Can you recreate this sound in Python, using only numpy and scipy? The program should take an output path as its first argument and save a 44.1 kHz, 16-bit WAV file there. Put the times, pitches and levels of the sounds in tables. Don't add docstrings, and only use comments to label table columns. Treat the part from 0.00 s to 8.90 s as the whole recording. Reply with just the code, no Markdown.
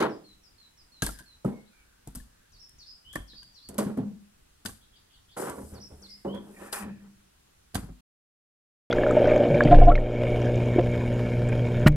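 import sys
import numpy as np
from scipy import signal
from scipy.fft import rfft, irfft, next_fast_len
from scipy.io import wavfile
from scipy.ndimage import uniform_filter1d

SR = 44100
rng = np.random.default_rng(int(sys.argv[2]) if len(sys.argv) > 2 else 0)


def wrap_up_sound(samples):
    columns = np.atleast_2d(samples).T
    tamed = np.clip(columns, -1, 1)
    steps = np.round(tamed * 32767).astype(np.int16)
    wavfile.write(sys.argv[1], SR, steps)


N = 392490

# frequency in Hz, relative density in dB per Hz.
BARK_COLOUR = [(2940, -35.5), (5000, -5), (6160, -7), (8290, 1.5), (12000, -0.5), (13000, -9),
               (14600, -15.5), (16000, -36.5)]


def amp(db):
    return 10 ** (np.asarray(db) / 20)


def evened(x):
    return x / np.sqrt(np.mean(x ** 2) + 1e-20)


def drift(length, size):
    return evened(uniform_filter1d(rng.standard_normal(length), size=size))


def read(points, hz):
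    f, value = np.transpose(points)
    return np.interp(np.log(hz + 1), np.log(f + 1), value)


def add(mix, s, sound):
    part = mix[max(round(s * SR), 0):][:len(sound)]
    part += sound[:len(part)]


def noise(spectrum, grain_db):
    size = next_fast_len(N)
    grains = amp(grain_db * drift(size, 60))
    white = grains * rng.standard_normal(size)
    colour = amp(read(spectrum, np.fft.rfftfreq(size, 1 / SR)))
    return evened(irfft(rfft(white) * colour, size)[:N])


def swell(rise, hold, sag_db, fade_db):
    t = np.arange(round(.7 * SR)) / SR
    after = np.maximum(t - rise - hold, 0)
    return np.minimum(t / max(rise, 1e-3), 1) ** 2 * amp(-sag_db * (t - after) - fade_db * after)


def struck(modes, contact_ms, spread_db):
    hz, db, t60 = np.transpose(modes)[:, :, None]
    t = np.arange(round(min(.5, t60.max()) * SR)) / SR
    db = db + spread_db * rng.standard_normal(db.shape)
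    phase = 2 * np.pi * rng.random(db.shape)
    partials = amp(db - 60 * t / t60) * np.sin(2 * np.pi * hz * t + phase)
    ring = partials.sum(0) * (1 - np.exp(-t / 0.0016))
    when, force = rng.random((2, 5))
    weights = 0.23 * force + (when == when.min())
    delays = when * when.argsort().clip(0, 1) * contact_ms / 1000
    impacts = np.bincount((delays * SR).astype(int), weights)
    sound = signal.oaconvolve(ring, impacts)
    return sound / abs(sound).max()


def crowded(modes, count, top_hz, below_db):
    hz, db, t60 = np.transpose(modes)
    extra = hz[0] * (top_hz / hz[0]) ** rng.random(count)
    slope_db = -5. * np.log2(np.maximum(extra / hz[-1], 1))
    extra_db = np.interp(extra, hz, db) + slope_db - below_db
    weak = np.transpose([extra, extra_db, 0.99 * np.interp(extra, hz, t60)])
    return np.vstack([modes, weak])


def whistle(hz, db, taper):
    tone = np.sqrt(2) * np.sin(2 * np.pi * np.cumsum(hz) / SR)
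    return amp(db) * tone * signal.windows.tukey(len(hz), taper)


def shaped(shape):
    s, hz = np.transpose(shape)
    return np.interp(np.arange(0, s[-1], 1 / SR), s, hz)


def sing(song, s, note, direct_db, sent_db):
    add(song[0], s, amp(direct_db) * note)
    add(song[1], s, amp(sent_db) * note)


def air():
    # frequency in Hz, relative density in dB per Hz.
    air_colour = [(15, -32.5), (25, 0.5), (48, -2), (97, -11), (190, -12), (236, -13), (545, -18),
                  (1190, -19), (1480, -19), (1940, -21), (2280, -23), (2540, -21.5), (5720, -23.5),
                  (10100, -25.5), (16000, -34)]
    # frequency in Hz, likeness from -1 to 1.
    air_likeness = [(60, 0.98), (130, 0.91), (290, -0.13), (640, -0.64), (1410, 0.17), (3100, 0.0053),
                    (6820, -0.26), (15000, 0.12)]
    level_db = -64
    frames, hz = N // 256 + 5, np.fft.rfftfreq(1024, 1 / SR)
    a, b, c, d, patches = rng.standard_normal((frames, 513, 5)).T
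    patches = uniform_filter1d(uniform_filter1d(patches, size=14, axis=0), size=14, axis=1)
    patches_db = (.8 + 1.6 * (hz < 150))[:, None] * evened(patches)
    alike = np.clip(read(air_likeness, hz), -1, 1)[:, None]
    left = a + 1j * b
    right = alike * left + np.sqrt(1 - alike ** 2) * (c + 1j * d)
    z = np.array([left, right]) * amp(read(air_colour, hz)[:, None] + patches_db)
    sound = signal.istft(z, nperseg=1024, noverlap=768)[1][:, :N]
    return amp(level_db) * sound / sound.mean(0).std()


def far_birds():
    # start in seconds, length in seconds, start pitch in Hz, end pitch in Hz,
    # pitch blur in Hz rms, level in dB.
    far_notes = [(1.105, 0.13, 1768, 1550, 81, -63.5), (1.5, 0.14, 2200, 2136, 30.2, -71.5),
                 (1.702, .14, 2390, 2280, 70, -74.5), (1.65, 0.39, 1481, 1506, 119, -77),
                 (2.244, 0.29, 1608, 1630, 110, -77), (1.659, 0.033, 3820, 4240, 40, -73),
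                 (4.805, 0.053, 3320, 4130, 304, -70.5), (4.922, 0.073, 3110, 3660, 260, -68.5),
                 (4.954, 0.025, 4660, 4460, 220, -68.5), (5.087, 0.11, 3110, 3550, 260, -70),
                 (5.127, 0.033, 4680, 4500, 220, -71.5), (5.279, .075, 3200, 3650, 257, -67),
                 (5.31, 0.029, 4660, 4520, 220, -69), (6.049, 0.18, 2134, 2100, 40, -76.5)]
    song = np.zeros((2, N))
    for s, length, start_hz, end_hz, blur_hz, db in far_notes:
        glide = np.linspace(start_hz, end_hz, round(length * SR))
        blur = blur_hz * drift(len(glide), 150)
        sing(song, s, whistle(glide + blur, db, taper=0.45), 0, 0.5)
    return song


def two_note_bird():
    # seconds into the note, pitch in Hz.
    high_note, low_note = [(0, 5850), (.02, 5170), (.04, 4930), (.055, 4800)], [(0, 4150), (.01, 4350), (0.058, 4040), (.11, 3900)]
    first_s, low_delay_s, repeat_s = .094, .144, .339
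    high_db, low_db = -64.5, -63.5
    song = np.zeros((2, N))
    for s in first_s + repeat_s * np.arange(4):
        sing(song, s, whistle(shaped(high_note), high_db, taper=0.2), 0, -2.0)
        sing(song, s + low_delay_s, whistle(shaped(low_note), low_db, taper=0.14), 0, -4.5)
    return song


def trilling_bird():
    # start in seconds, pitch factor of the sweep, sweep level in dB, trill delay in seconds,
    # trill centre in Hz, initial swing in Hz, trill peak level in dB, gain of the direct path in dB.
    phrases = [(2.514, 1.05, -64, 0.069, 5380, 446, -54.5, -1.5),
               (2.78, 1, -55.5, 0.075, 5005, 513, -50.5, -2.5),
               (3.27, 0.9, -55, 0.068, 4710, 450, -49, -5.5),
               (3.537, 0.95, -57, 0.074, 4520, 460, -54.5, -4),
               (5.733, 1.03, -66.5, .064, 5390, 750, -57, 6),
               (6.015, 0.98, -59, 0.067, 5050, 700, -54.5, 4)]
    # seconds into the sweep, pitch in Hz.
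    sweep_curve = [(0, 8240), (.008, 6100), (.02, 4820), (.035, 4320), (.048, 4250), (.055, 3475),
                   (.062, 4200)]
    # start in seconds, level in dB, gain of the direct path in dB.
    closing_notes = [(3.042, -46, -15.5), (6.274, -54, -2.5)]
    # seconds into the note, pitch in Hz.
    closing_curve = [(0, 2888), (.015, 3000), (.05, 3140), (.075, 3350), (.125, 3258)]
    trill_per_s, trill_s, narrow_s, trill_ends_db = 48, 0.089, 0.059, 11
    song = np.zeros((2, N))
    t = np.arange(round(trill_s * SR)) / SR
    trill = np.exp(-t / narrow_s) * np.cos(2 * np.pi * trill_per_s * t)
    trill_swell_db = -trill_ends_db * (2 * t / trill_s - 1) ** 2
    for s, factor, sweep_db, delay, trill_hz, swing_hz, trill_db, direct_db in phrases:
        sweep = whistle(factor * shaped(sweep_curve), sweep_db, taper=0.45)
        sing(song, s, sweep, direct_db, -0.55)
        trilled = whistle(trill_hz + swing_hz * trill, trill_db + trill_swell_db, taper=.15)
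        sing(song, s + delay, trilled, direct_db, -3.0)
    hz = shaped(closing_curve)
    t = np.arange(len(hz)) / SR
    swing = 120 * np.clip((t - .02) / 0.04, 0, 1)
    hz = hz + swing * np.sin(2 * np.pi * trill_per_s * (t - .054))
    for s, db, direct_db in closing_notes:
        sing(song, s, whistle(hz, db, taper=0.23), direct_db, -9.0)
    return song


def rim():
    # start in seconds, rise in seconds, hold in seconds, lower band in dB, upper band in dB.
    rim_swells = [(6.5, 0.071, 0.2, -63, -68.5), (6.713, 0.025, 0.025, -51.5, -55.5)]
    # centre in Hz, pitch waver in Hz rms.
    rim_bands = [(1800, 90), (2480, 160)]
    fade_db_per_s = 105
    out = np.zeros(N)
    for s, rise, hold, *dbs in rim_swells:
        shape = swell(rise, hold, 0, fade_db_per_s)
        for (hz, waver_hz), db in zip(rim_bands, dbs):
            waver, throb = drift(len(shape), 200), drift(len(shape), 200)
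            add(out, s, shape * whistle(hz + waver_hz * waver, db + 3.7 * throb, taper=0))
    return out


def rubbing():
    # time in seconds, hiss level in dB.
    rub_levels = [(5.366, -58), (5.374, -46.5), (5.408, -44.5), (5.488, -51.5), (5.498, -52), (5.544, -59),
                  (5.712, -59), (5.81, -73), (6.014, -67.5), (6.34, -74.5), (6.348, -64.5), (6.386, -76.5),
                  (6.672, -56), (6.716, -69.5), (6.728, -38.5), (6.818, -49.5), (6.874, -76), (6.9, -82)]
    s, db = np.transpose(rub_levels)
    level = np.zeros(N)
    add(level, s[0], amp(np.interp(np.arange(s[0], s[-1], 1 / SR), s, db)))
    return level * noise(BARK_COLOUR, grain_db=1.5)


def shoves():
    # start in seconds, rise in seconds, hold of rumble and clatter in seconds,
    # sag while holding in dB per second, rumble, clatter and sheet hum in dB, hum hold in seconds.
    shove_rows = [(0, .003, .035, 15.5, -25.5, -31, -34.5, .01),
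                  (1.454, .006, .022, 40, -37, -52, -36, .03),
                  (3.686, .005, .08, 11, -52, -64.5, -57.5, .06),
                  (3.778, .008, .025, 61, -32, -40.5, -26, .025),
                  (3.851, .022, .01, 28, -43.5, -52, -33.5, .015),
                  (3.965, .01, 0.013, 45.5, -38.5, -53, -33, .15),
                  (5.362, .008, .13, 22, -35, -41, -46.5, .12),
                  (5.559, .024, .012, 30, -44.5, -55, -47.5, .01),
                  (5.684, .06, .03, 27, -49.5, -56.5, -51, .08),
                  (5.888, .028, .005, 34, -51.5, -64, -63.5, .03),
                  (5.977, .034, .05, 30, -65, -67.5, -58.5, .13),
                  (6.246, .004, .025, 60, -33.5, -55.5, -37, .02),
                  (6.331, .02, .005, 30, -56.5, -50.5, -42.5, .008),
                  (6.397, .1, .03, 31, -54, -64, -50.5, .02),
                  (6.544, .08, .05, 34, -45.5, -49.5, -49.5, .015),
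                  (6.724, .004, 0.1, 121, -43, -36, -53, .04),
                  (6.782, .045, .04, 29.5, -48.5, -62, -36, .08),
                  (6.99, 0.033, .04, 30, -70, -68, -54.5, .06)]
    shove_fades = [181, 231.5, 161.5]
    # frequency in Hz, relative density in dB per Hz.
    rumble_colour, clatter_colour = [(59, -35.5), (100, -8.5), (144, -3.5), (189, 0), (316, 3), (408, 6),
                                     (646, -2.5), (900, -7), (1170, -15.5), (1980, -120)], [(470, -35.5), (800, 2.5), (885, -4.5), (979, 1.5),
                                                     (1270, -1.5), (1420, -0.5), (2090, -12.5), (2350, -15),
                                                     (2730, -20), (3000, -17.5), (3600, -21), (3810, -21.5),
                                                     (4500, -25), (5850, -46), (9900, -120)]
    hum_hz, hum_waver_hz = 204.1, 7.95
    levels = np.zeros((3, N))
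    for s, rise, hold, sag_db, *dbs, hum_hold in shove_rows:
        for level, db, held, fade_db in zip(levels, dbs, (hold, hold, hum_hold), shove_fades):
            add(level, s, amp(db) * swell(rise, held, sag_db, fade_db))
    hum = np.sin(2 * np.pi * np.cumsum(hum_hz + hum_waver_hz * drift(N, 900)) / SR)
    hum = evened(hum * amp(1.4 * drift(N, 900)))
    lumps = evened(amp(1.3 * drift(N, 500)))
    rumble = lumps * noise(rumble_colour, grain_db=0.5)
    clatter = lumps * noise(clatter_colour, grain_db=2.0)
    return (levels * [rumble, clatter, hum]).sum(0)


def tray_bumps():
    # start in seconds, peak in dB, hardness in dB per octave above 200 Hz,
    # frame thump peak in dB, damping factor of the sheet.
    bump_rows = [(0.023, -32.5, 3, -54.5, 0.6), (1.447, -19.5, -1, -51, 2.2), (3.686, -42, -6, -46, 1.01),
                 (3.752, -46, 1, -49, 1.1), (3.786, -18, 6, -51.5, 2.4), (3.859, -23.5, -22, -66.5, 2.2),
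                 (3.977, -19.5, -9, -53.5, 1.4), (5.366, -41, -1, -66, 0.88),
                 (5.498, -34.5, 15, -46.5, 0.81), (5.578, -35.5, 3, -48.5, 1.1),
                 (5.632, -41.5, -4, -42, 0.64), (5.719, -41.5, -21, -39.5, 0.36),
                 (5.919, -46.5, -6, -43.5, 1.9), (6.254, -28, 3, -45.5, 0.65), (6.339, -33.5, 4, -51, 0.51),
                 (6.609, -50, 12, -60, 0.51), (6.631, -47.5, 3, -67, 0.5), (6.728, -52, 16, -60, 2.4),
                 (6.83, -40, -14, -45, 0.45)]
    # mode in Hz, relative level in dB, t60 in seconds.
    sheet_modes = [(108.1, -9.5, 0.4), (142.5, -7.5, 0.44), (196.8, -2.5, 0.55), (265, 6, 0.2),
                   (307.6, -5, 0.52), (385, -5, 0.42), (479.5, -2, 0.092), (556.4, 7, 0.098),
                   (646.4, -16.5, 0.075), (808, -22, .2), (977, -7.5, 0.15), (1137, -15, .2),
                   (1404, -24.5, 0.16), (1750, -40, 0.1)]
    contact_ms, frame_hz, frame_t60 = 8.8, 73.8, 0.37
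    out = np.zeros(N)
    for s, db, hardness_db, thump_db, damping in bump_rows:
        modes = [(hz, g + hardness_db * max(np.log2(hz / 200), 0), t60 / damping)
                 for hz, g, t60 in sheet_modes]
        modes = crowded(modes, count=14, top_hz=2650, below_db=1.5)
        add(out, s, amp(db) * struck(modes, contact_ms, spread_db=1.0))
        add(out, s, amp(thump_db) * struck([(frame_hz, 0, frame_t60)], 23.0, spread_db=0))
    return out


def bark():
    # start in seconds, bright part in dB, dull part in dB,
    # crack t60 in seconds (at least 5 ms is used), bright crumbs in dB.
    crack_rows = [(0.0024, -42, -37, 0.073, -78), (0.024, -49.5, -43, 0.082, -62),
                  (1.021, -30.5, -26, 0.027, -37), (1.034, -47.5, -55, .08, -57.5),
                  (1.063, -32, -39.5, 0.038, -63.5), (1.0894, -49, -51, 0.025, -62),
                  (1.1878, -52.5, -54.5, 0.073, -70.5), (1.446, -62, -82, .04, -58.5),
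                  (2.074, -34, -51, 0.0096, -62.5), (2.15, -46, -57, 0.031, -55.5),
                  (2.155, -34.5, -69, 0.018, -62), (2.6938, -46, -76, 0.007, -72.5),
                  (3.129, -52.5, -72, 0.056, -57.5), (3.1548, -43, -46, 0.045, -58.5),
                  (3.4306, -62, -56, 0.032, -74), (3.687, -42.5, -55.5, 0.053, -65),
                  (3.743, -55, -61.5, 0.031, -86), (3.781, -32, -34, 0.054, -43),
                  (3.9725, -56, -63, 0.067, -79), (4.6504, -40, -49, 0.038, -64),
                  (4.6587, -37.5, -34.5, 0.043, -49.5), (4.684, -51, -48, 0.01, -59),
                  (5.4967, -38, -73, 0.023, -59), (6.345, -59, -59, .04, -83),
                  (6.7272, -33, -37.5, 0.044, -80), (7.745, -35, -39, 0.074, -69),
                  (7.7521, -48, -37, 0.039, -48.5)]
    # frequency in Hz, relative density in dB per Hz.
    dull_colour = [(1060, -16.5), (1800, -3), (2440, -12.5), (2980, -4), (4840, -4), (5270, -15),
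                   (6500, -5), (8450, -39), (14300, -120)]
    crumbs_t60, dull_crumbs_db = 0.32, -8
    bright, dull = np.zeros((2, N))
    t = np.arange(SR // 2) / SR
    start = np.minimum(t / 0.0011, 1)
    for s, db, dull_db, t60, crumbs_db in crack_rows:
        crack_db = -60 * t / max(t60, .005)
        crumbs = amp(crumbs_db - 60 * t / crumbs_t60)
        add(bright, s, start * (amp(db + crack_db) + crumbs))
        add(dull, s, start * (amp(dull_db + crack_db) + amp(dull_crumbs_db) * crumbs))
    return bright * noise(BARK_COLOUR, grain_db=2.0) + dull * noise(dull_colour, grain_db=3.5)


def pile():
    # start in seconds, thud peak in dB, hardness in dB per octave around 200 Hz,
    # log ring in Hz, ring peak in dB, wall boom peak in dB, rattle level in dB.
    knock_rows = [(1.022, -21.5, 1, 1620, -25, -30.5, -28.5), (1.065, -30.5, 6.5, 1626, -33.5, -35, -45.5),
                  (1.088, -35.5, 3, 1370, -35.5, -51.5, -53), (1.189, -62, 14, 1530, -45, -54, -70),
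                  (1.203, -46, -3.2, 1594, -46.5, -54.5, -71.5), (1.446, -20, -4.5, 1265, -36, -42, -55.5),
                  (2.07, -33.5, -1.5, 1290, -74, -41, -57), (2.149, -38, -4.5, 1360, -50, -37, -45),
                  (2.197, -66.5, -4, 1730, -50.5, -39, -83), (3.133, -51.5, 11.5, 1700, -52.5, -53.5, -59),
                  (3.154, -25.5, 6, 1780, -25, -42, -34), (3.187, -48, 8.5, 1642, -58, -37, -77.5),
                  (3.331, -52, -3, 1750, -54, -54.5, -58.5), (3.423, -60, -11, 1585, -54, -71, -92),
                  (4.652, -32.5, 4.4, 1516, -35, -63, -36), (4.688, -42, 7.5, 1610, -45, -50.5, -70),
                  (7.741, -37, -2, 1900, -58, -48, -42), (7.75, -23, 2.5, 1557, -33.5, -35, -29),
                  (7.78, -33, 2.5, 1225, -48, -42.5, -57), (7.829, -37, -4, 1263, -55, -43, -46.5),
                  (7.885, -39, -6.5, 1230, -67, -41.5, -53)]
    # mode in Hz, relative level in dB, t60 in seconds.
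    stack_modes = [(125, -4, 0.11), (166.8, -4.5, 0.15), (249.8, -6, 0.2), (300, -6, 0.09),
                   (451.6, -6, 0.055), (696, -9, 0.06), (880, -17, 0.11), (1146, -20.5, 0.12)]
    # frequency in Hz, relative density in dB per Hz.
    rattle_colour = [(53, -36.5), (90, 5), (135, -6), (226, 3), (407, -14.5), (1020, -18), (1470, -19),
                     (1670, -21), (1870, -30.5), (2800, -32.5), (3640, -68.5), (6160, -120)]
    contact_ms, log_t60, rattle_t60 = 5.8, 0.034, .19
    boom_hz, boom_t60 = 50.3, 0.29
    out, rattle = np.zeros((2, N))
    t = np.arange(SR // 2) / SR
    for s, db, hardness_db, ring_hz, ring_db, boom_db, rattle_db in knock_rows:
        damping = 1.2 * np.exp(.11 * hardness_db)
        modes = [(hz, g + hardness_db * np.log2(hz / 200), t60 / damping) for hz, g, t60 in stack_modes]
        modes = crowded(modes, count=40, top_hz=2625, below_db=2.5)
        add(out, s, amp(db) * struck(modes, contact_ms, spread_db=2.5))
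        ring = [(ring_hz, 0, log_t60), (0.64 * ring_hz, -10, log_t60)]
        add(out, s + 0.0028, amp(ring_db) * struck(ring, 3.15, spread_db=1.5))
        add(out, s + .012, amp(boom_db) * struck([(boom_hz, 0, boom_t60)], 15.0, spread_db=0))
        add(rattle, s, amp(rattle_db - 60 * t / rattle_t60) * np.minimum(t / 0.0034, 1))
    return out + rattle * noise(rattle_colour, grain_db=0.0)


def yard(x):
    # frequency in Hz, echo t60 in seconds.
    echo_decay = [(100, .35), (500, .4), (2000, 0.35), (5000, 0.44), (12000, 0.17)]
    echo_breaks = [1.444, 3.684, 5.363]
    taps = np.zeros((2, SR // 2))
    slots = np.arange(260, SR // 2 - 20, 20)
    at = slots + rng.integers(0, 20, (2, len(slots)))
    np.put_along_axis(taps, at, rng.choice([-1., 1.], at.shape), 1)
    hz, t, z = signal.stft(taps, SR, nperseg=512)
    tail = signal.istft(z * amp(-60 * t / read(echo_decay, hz)[:, None]), SR, nperseg=512)[1]
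    bass_alike = signal.lfilter(*signal.butter(2, 300, fs=SR), tail[0] - tail[1])
    tail[1] += bass_alike
    tail /= np.linalg.norm(tail[0])
    stretches = np.split(x, (np.array(echo_breaks) * SR).astype(int))
    return np.hstack([signal.fftconvolve(part[None], tail, axes=1)[:, :len(part)] for part in stretches])


def ports(x, turn):
    # frequency in Hz, side minus mid in dB.
    side_width = [(60, -32.5), (110, -24.5), (200, -28), (380, -5), (700, -1.5), (1290, -6), (2380, 2),
                  (4400, -0.5), (8120, -1), (15000, 2)]
    # frequency in Hz, radians by which side leads mid before the source's own turn.
    side_lead = [(200, -0.65), (700, -2), (1300, -1), (4400, -1.52), (8000, -0.44), (13000, -2.2)]
    size = next_fast_len(N)
    hz = np.fft.rfftfreq(size, 1 / SR)
    phase = read(side_lead, hz) + turn
    z = 2 * rfft(x, size) * amp(read(side_width, hz)) * np.exp(1j * phase)
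    treble = np.clip(np.log2(hz / 700 + 1e-9) / 1.6, 0, 1)
    low, high = np.fft.ifft([z * (1 - treble), z * treble], size)[:, :N]
    scatter = 1.1 * drift(N, 400)
    side = (low + high * np.exp(1j * scatter)).real
    return np.array([x + side, x - side])


def scene():
    distance = air()
    song, sent = far_birds() + two_note_bird() + trilling_bird()
    metal = rim() + rubbing() + shoves() + tray_bumps()
    wood = bark() + pile()
    direct = ports(wood, turn=-.15) + ports(metal + song, turn=-0.29)
    return direct + yard(amp(-16.0) * (wood + metal) + sent) + distance


def record(dry):
    stop_s, edge_hz = 8.008, 15900
    still_on = np.clip((stop_s - np.arange(N) / SR) / 0.0014, 0, 1)
    low_pass = signal.firwin(511, edge_hz, window=("kaiser", 9), fs=SR)
    return signal.oaconvolve(dry * still_on, low_pass[None], "same")


dry = scene()
out = record(dry)
wrap_up_sound(out)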